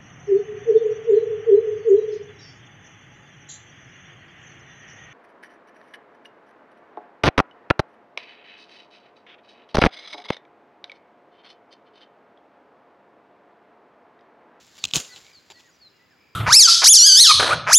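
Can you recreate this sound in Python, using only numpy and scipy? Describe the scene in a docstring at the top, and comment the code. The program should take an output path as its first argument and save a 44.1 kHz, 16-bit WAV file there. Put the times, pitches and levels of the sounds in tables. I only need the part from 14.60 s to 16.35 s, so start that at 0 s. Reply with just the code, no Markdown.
"""A custard apple is pulled off its branch, close by, in a garden.
Leaves rustle and flick in the open air; birds call far off and a near one starts a repeated falling whistle.
The stalk cracks twice and tears, ringing the twig, and the freed branch swishes back through its leaves
and bumps the microphone. Distant twitter and a buzzing trill join in, a finger taps the fruit,
and the leaves brush and settle under the birdsong."""
import sys
import numpy as np
from scipy import signal
from scipy.fft import rfft, irfft, next_fast_len
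from scipy.io import wavfile
from scipy.ndimage import uniform_filter1d

SR = 44100
rng = np.random.default_rng(int(sys.argv[2]) if len(sys.argv) > 2 else 0)


def wav_record(signal):
    """Record a signal, one row per channel, as 16-bit PCM in the file named by sys.argv[1]."""
    frames = np.transpose(np.atleast_2d(signal))
    bounded = np.clip(frames, -1, 1)
    # unit amplitude maps onto the largest positive 16-bit level
    quanta = np.round(bounded * 32767).astype(np.int16)
    wavfile.write(sys.argv[1], SR, quanta)


N = 77175
T = np.arange(N) / SR
AIR_WIDTH, LEAF_WIDTH = 0.45, 0.013   # side over middle: a wide garden, leaves almost mono
FAR_WAVER = 0.009   # pitch wander of the distant birds, as a fraction of the pitch


def from_db(db):
    """Decibels to gain."""
    return 10 ** (np.asarray(db) / 20)


def rms_one(x):
    """Scale to unit RMS."""
    return x / np.sqrt(np.mean(x ** 2) + 1e-20)


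def fader(curve):
    """A gain ride through points of time in seconds and level in dB."""
    return from_db(np.interp(T, *np.transpose(curve)))


def colour(x, spectrum):
    """EQ through points of frequency in Hz and gain in dB; the result has unit RMS."""
    size = 2 * next_fast_len(N)
    hz, db = np.transpose(spectrum)
    bin_hz = np.maximum(np.arange(size // 2 + 1) * SR / size, 1)
    gain = from_db(np.interp(np.log(bin_hz), np.log(hz), db))
    cepstrum = irfft(np.log(gain))
    response = np.exp(rfft(2 * cepstrum[:size // 2], size))   # minimum phase: no ring ahead of a click
    return rms_one(irfft(rfft(x, size) * response)[..., :N])


def widen(mid, side):
    """Left and right from middle and side."""
    return np.array([mid + side, mid - side])


def grains(per_s, spread_db):
    """Tiny random contacts of uneven size."""
    sizes = from_db(spread_db * np.minimum(rng.exponential(1, N), 4))
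    return sizes * rng.choice([-1, 1], N) * (rng.random(N) < per_s / SR)


def leaf_crackle(spectrum, per_s, spread_db):
    """Leaf on leaf: a dense stream of contacts, shaped by an EQ."""
    mid, side = (colour(grains(per_s, spread_db), spectrum) for _ in range(2))
    return widen(mid, LEAF_WIDTH * side)


def burst(start, decay_s):
    """An envelope that opens at once and dies away."""
    return (T >= start) * np.exp(-np.abs(T - start) / decay_s)


def ring(start, hz, t60):
    """A struck resonance that falls 60 dB in t60 seconds."""
    out, first = np.zeros(N), int(start * SR)
    age = T[:min(int(2 * t60 * SR), N - first)]
    out[first:first + len(age)] = np.sin(2 * np.pi * hz * age) * from_db(-60 * age / t60)
    return out


def knock(start, db, modes):
    """One hit rings all the resonances of a body."""
    return sum(from_db(db + mode_db) * ring(start, hz, t60) for hz, mode_db, t60 in modes)


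def wobble(samples):
    """Random wander, smoothed over so many samples."""
    return rms_one(uniform_filter1d(rng.standard_normal(N), size=samples))


def tone(hz, waver):
    """A sine whose pitch wavers at random."""
    return np.sin(2 * np.pi * np.cumsum(hz * (1 + waver * wobble(samples=150))) / SR)


def note(start, length, from_hz, to_hz, db, bend=1, waver=FAR_WAVER):
    """A pure bird note that swells and fades while its pitch glides."""
    progress = np.clip((T - start) / length, 0, 1)
    hz = to_hz + (from_hz - to_hz) * (1 - progress) ** bend
    return from_db(db) * np.sin(np.pi * progress) * tone(hz, waver)


def air():
    """A steady, wide bed of open air."""
    # The tone of the air. Each row: frequency in Hz, gain in dB.
    air_eq = [(25, -20.5), (60, -2.5), (130, -3), (320, -1.5), (550, -4.5), (1000, -7), (1800, -7.5),
              (2500, -8.5), (3200, -12.5), (4300, -19), (5000, -7.5), (5700, -28), (7300, -20.5),
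              (8200, -41.5), (16000, -23.5)]
    mid, side = colour(rng.standard_normal((2, N)), air_eq)
    return from_db(-62) * widen(mid, AIR_WIDTH * side)


def rustle():
    """The foliage stirs softly through the picking, then settles."""
    # The ride of the rustle. Each row: time in seconds, level in dB.
    ride = [(0, -54.5), (.09, -60), (.17, -54), (.3, -53), (.6, -52.5), (.85, -64.5), (1.0, -60.5),
            (1.15, -69), (1.3, -72.5), (1.75, -77)]
    # Its tone. Each row: frequency in Hz, gain in dB.
    rustle_eq = [(200, -1), (800, -2.5), (2400, -3.5), (3700, 1), (5800, -2.5), (7400, -0.5), (8100, -17),
                 (11000, -18), (16000, -21.5)]
    return fader(ride) * leaf_crackle(rustle_eq, per_s=5200, spread_db=4)


def leaf_flicks():
    """Stiff leaves flick against each other in bright ticks of noise."""
    # The ticks. Each row: start in seconds, level in dB.
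    flicks = [(0.068, -48), (.1525, -51), (.171, -50), (0.181, -52), (0.1906, -43), (0.345, -30),
              (.3477, -29), (0.355, -25), (0.3578, -17.5), (0.3659, -26.5), (0.3656, -23), (0.3697, -28),
              (0.374, -27), (.3808, -31.5), (0.395, -35), (0.401, -25)]
    # Their tone. Each row: frequency in Hz, gain in dB.
    flick_eq = [(500, -19), (2500, -11.5), (4000, -4.5), (6800, 3), (8100, -6.5), (9000, -3.5), (11000, -9),
                (16000, -15)]
    envelope = sum(from_db(db) * burst(start, decay_s=0.0007) for start, db in flicks)
    return envelope * colour(rng.standard_normal(N), flick_eq)


def leaf_brushes():
    """Leaves slide over each other in short, grainy strokes."""
    # The strokes. Each row: start in seconds, length in seconds, level in dB.
    strokes = [(0.073, 0.0017, -57), (0.166, 0.0039, -65), (0.179, 0.01, -46.5), (0.554, 0.0045, -55),
               (0.563, 0.018, -46), (0.9012, 0.0037, -41.5), (0.91, 0.012, -48), (0.995, 0.014, -52)]
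    # Their tone. Each row: frequency in Hz, gain in dB.
    brush_eq = [(80, -18.5), (380, -0.5), (550, -16), (850, 2.5), (1300, -9), (2200, -2.5), (3200, 3.5),
                (5000, -3), (6300, -9), (7400, 0.5), (8100, -24.5), (16000, -26)]
    attack_s, release_s = 0.00066, 0.0049
    envelope = np.zeros(N)
    for start, length, db in strokes:
        attack = np.clip((T - start) / attack_s, 0, 1)
        release = np.exp(-np.maximum(T - start - length, 0) / release_s)
        envelope += from_db(db) * attack * release
    return envelope * leaf_crackle(brush_eq, per_s=4500, spread_db=2.5)


def far_calls():
    """Birds farther off call in short, gliding notes."""
    # Each row: start in seconds, length in seconds, first and last pitch in Hz, level in dB.
    calls = [(0.092, 0.074, 1957, 1423, -63.5), (0.483, .07, 1994, 1987, -50),
             (0.504, 0.053, 1526, 1474, -52), (0.938, 0.073, 1890, 1970, -55),
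             (1.021, 0.076, 2004, 1836, -58.5), (1.063, 0.059, 1925, 1266, -63.5),
             (1.022, 0.019, 7050, 6500, -65), (1.055, 0.018, 7140, 6400, -59.5),
             (1.087, 0.0226, 7130, 6530, -60), (1.118, 0.058, 6040, 5670, -64.5),
             (1.323, 0.077, 2827, 2844, -67.5), (1.377, .08, 1938, 1995, -60.5),
             (1.499, 0.066, 1984, 1337, -59.5)]
    return sum(note(*call, bend=1.183) for call in calls)


def near_whistles():
    """The near bird's whistle swells as its pitch sinks, then stops quickly, often with a last droop."""
    # The whistles. Each row: start in seconds, length in seconds, first pitch in Hz,
    # pitch it sinks towards in Hz, glide time in seconds, final droop in Hz, level in dB.
    whistles = [(0.172, .14, 4900, 3740, 0.095, 129, -51.5), (.478, 0.076, 5560, 3416, 0.054, 0, -46),
                (0.713, 0.091, 5480, 3695, 0.053, -2, -52), (0.898, 0.102, 5280, 3870, 0.06, 61.5, -56),
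                (1.184, 0.11, 5350, 4047, .03, 520, -50)]
    attack_s, release_s, droop_s, flutter_db = 0.037, 0.016, 0.009, 2.5
    song = np.zeros(N)
    for start, length, from_hz, to_hz, glide_s, droop_hz, db in whistles:
        age = np.clip(T - start, 0, length)
        swell = np.minimum(age / attack_s, 1) ** 1.38
        release = np.minimum((length - age) / release_s, 1)
        glide = to_hz + (from_hz - to_hz) * np.exp(-age / glide_s)
        droop = droop_hz * np.exp((age - length) / droop_s)
        gain = from_db(db + flutter_db * wobble(samples=600))
        song += gain * swell * release * tone(glide - droop, waver=0.0045)
    return song


def stalk_cracks():
    """Each crack rings its splinter, the twig and the wood behind it, as tiny fibres crunch and give."""
    # Fibres of the stalk and twigs break. Each row: start in seconds, level in dB,
    # splinter pitch in Hz, crunch in dB relative to that level.
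    cracks = [(0.2143, -43, 3960, -14), (0.2347, -38, 3900, -17.5), (0.2384, -25.5, 3060, -10),
              (0.2399, -8, 3730, -17.5), (0.2407, -18, 6800, -9), (0.2415, -24.5, 2900, -8.5),
              (0.2502, -27, 2950, -5.5), (0.2524, -11.5, 3270, -10), (0.272, -36, 6900, -6),
              (0.2812, -36.5, 2900, -8), (0.2869, -32.5, 3000, -9), (.3065, -36.5, 2900, -12),
              (0.311, -27, 3330, -12), (0.3362, -7, 3530, -19), (0.3573, -8.5, 4384, -6),
              (0.3581, -12.5, 6730, -10), (0.3644, -11.5, 3930, -15), (0.365, -19, 6300, -6),
              (.3745, -18, 3900, -14), (0.3815, -21, 3200, -8.5), (.4014, -29, 6400, -8.5),
              (0.449, -34, 4350, -5.5), (0.561, -31, 4100, -14), (.666, -41, 4100, -12)]
    # The twig's bright ring. Each row: pitch in Hz, gain in dB, time to fall 60 dB in seconds.
    twig_modes = [(2580, -11, 0.013), (2918, -6.5, 0.012), (3820, -16, 0.01145), (4216, -14, 0.012),
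                  (4767, -16.5, 0.00986), (5360, -15, .009), (6530, -18, 0.0098), (7390, -16.5, .011)]
    # The branch's woody body. Each row: pitch in Hz, gain in dB, time to fall 60 dB in seconds.
    wood_modes = [(162, -41.5, .08), (330, -43, 0.022), (813, -34.5, 0.026), (1204, -26, 0.018)]
    # The tone of the crunch. Each row: frequency in Hz, gain in dB.
    crunch_eq = [(100, 2), (400, -21), (1200, -10.5), (2200, -18), (2700, 8), (4200, 0.5), (7400, 5),
                 (8100, -5.5), (9000, -11.5), (11000, -31), (16000, -21.5)]
    snap_band_hz, body_band_hz = [2350, 8540], [130, 1500]
    snap, body, crunch = np.zeros((3, N))
    for start, db, splinter_hz, crunch_db in cracks:
        snap += from_db(db + 1.5) * ring(start, splinter_hz, t60=0.0052)
        for k, (hz, mode_db, t60) in enumerate(twig_modes):
            gain = from_db(db + mode_db + rng.normal(0, 1))
            snap += (-1) ** k * gain * ring(start, hz, t60)   # neighbouring modes swing opposite ways
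        body += knock(start, db, wood_modes)
        crunch += from_db(db + crunch_db) * burst(start, decay_s=0.0025)
    snap = signal.sosfilt(signal.butter(4, snap_band_hz, "band", fs=SR, output="sos"), snap)
    body = signal.sosfilt(signal.butter(2, body_band_hz, "band", fs=SR, output="sos"), body)
    return snap + body + crunch * colour(rng.standard_normal(N), crunch_eq)


def microphone_bumps():
    """The branch and its leaves hit the microphone with low thuds."""
    # The hits. Each row: start in seconds, level in dB.
    bumps = [(0.26, -42), (0.276, -45.5), (0.335, -32), (0.3614, -25.5), (.3672, -18.5)]
    # The thud. Each row: pitch in Hz, gain in dB, time to fall 60 dB in seconds.
    thud_modes = [(76, -9.5, .06), (150, -0.5, 0.031), (270, -3.5, .022)]
    return sum(knock(start, db, thud_modes) for start, db in bumps)


def branch_swish():
    """The freed branch whips back through its leaves."""
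    # The ride of the swish. Each row: time in seconds, level in dB.
    ride = [(.335, -72), (.3365, -31.5), (.348, -26), (.356, -22), (.362, -32.5), (.368, -23),
            (.378, -30.5), (.391, -34), (.403, -29.5), (.415, -39), (.43, -42.5), (.47, -48.5),
            (.58, -60.5), (.72, -93), (.85, -86)]
    # Its tone. Each row: frequency in Hz, gain in dB.
    swish_eq = [(50, -19.5), (140, -5.5), (350, -5.5), (600, -5.5), (1500, -8.5), (2250, -8.5), (2700, -2),
                (4000, -3.5), (5500, -3.5), (7200, 4), (8000, -15.5), (8800, -9.5), (10500, -17),
                (16000, -25.5)]
    return fader(ride) * leaf_crackle(swish_eq, per_s=16000, spread_db=3)


def twitter():
    """Small birds far away scatter short, falling chips at random moments."""
    count, from_s, length_s, fall_hz = 14, 0.48, 0.02357, 362
    starts = from_s + (T[-1] - from_s) * (np.arange(count) + rng.random(count)) / count
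    pitches_hz = rng.normal(4930, 210, count)
    return sum(note(start, length_s, hz + fall_hz / 2, hz - fall_hz / 2, db=-65)
               for start, hz in zip(starts, pitches_hz))


def trills():
    """A bird's note pulses fast and unevenly, so that it buzzes."""
    # Each row: start in seconds, length in seconds, first and last pitch in Hz, level in dB.
    calls = [(0.616, 0.143, 2200, 2350, -56.5), (1.524, .28, 2360, 2350, -62)]
    pulsing = 1 + 0.58 * tone(hz=65.1, waver=0.24)
    return pulsing * sum(note(*call, waver=0.0351) for call in calls)


def fruit_tap():
    """A finger lands on the fruit with a soft, hollow tap."""
    # The fruit's ring. Each row: pitch in Hz, gain in dB, time to fall 60 dB in seconds.
    fruit_modes = [(405, -5, 0.085), (815, -0.5, 0.042), (910, -1, 0.038)]
    return knock(start=0.9015, db=-45.5, modes=fruit_modes)


def tree_echo(song):
    """The trees scatter birdsong into a faint, wide tail."""
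    echo_db, t60_s = -12.5, 0.7
    tails = rng.standard_normal((2, N)) * from_db(-60 * T / t60_s)
    mid, side = (signal.fftconvolve(song, tail / np.sqrt(np.sum(tail ** 2)))[:N] for tail in tails)
    return from_db(echo_db) * widen(mid, AIR_WIDTH * side)


def scene():
    """The picking close and dry in front, the birds and the garden behind."""
    picking = stalk_cracks() + microphone_bumps() + fruit_tap()
    leaves = leaf_flicks() + branch_swish() + leaf_brushes() + rustle()
    birds = near_whistles() + far_calls() + trills() + twitter()
    return picking + leaves + birds + tree_echo(birds) + air()


def record(dry):
    """The deep bass is rolled off and the top is cut steeply."""
    low_cut_hz, high_cut_hz = 69, 15900
    thinned = signal.sosfilt(signal.butter(3, low_cut_hz, "high", fs=SR, output="sos"), dry)
    return signal.sosfilt(signal.ellip(10, .2, 80, high_cut_hz, fs=SR, output="sos"), thinned)


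dry = scene()
out = record(dry)
wav_record(out)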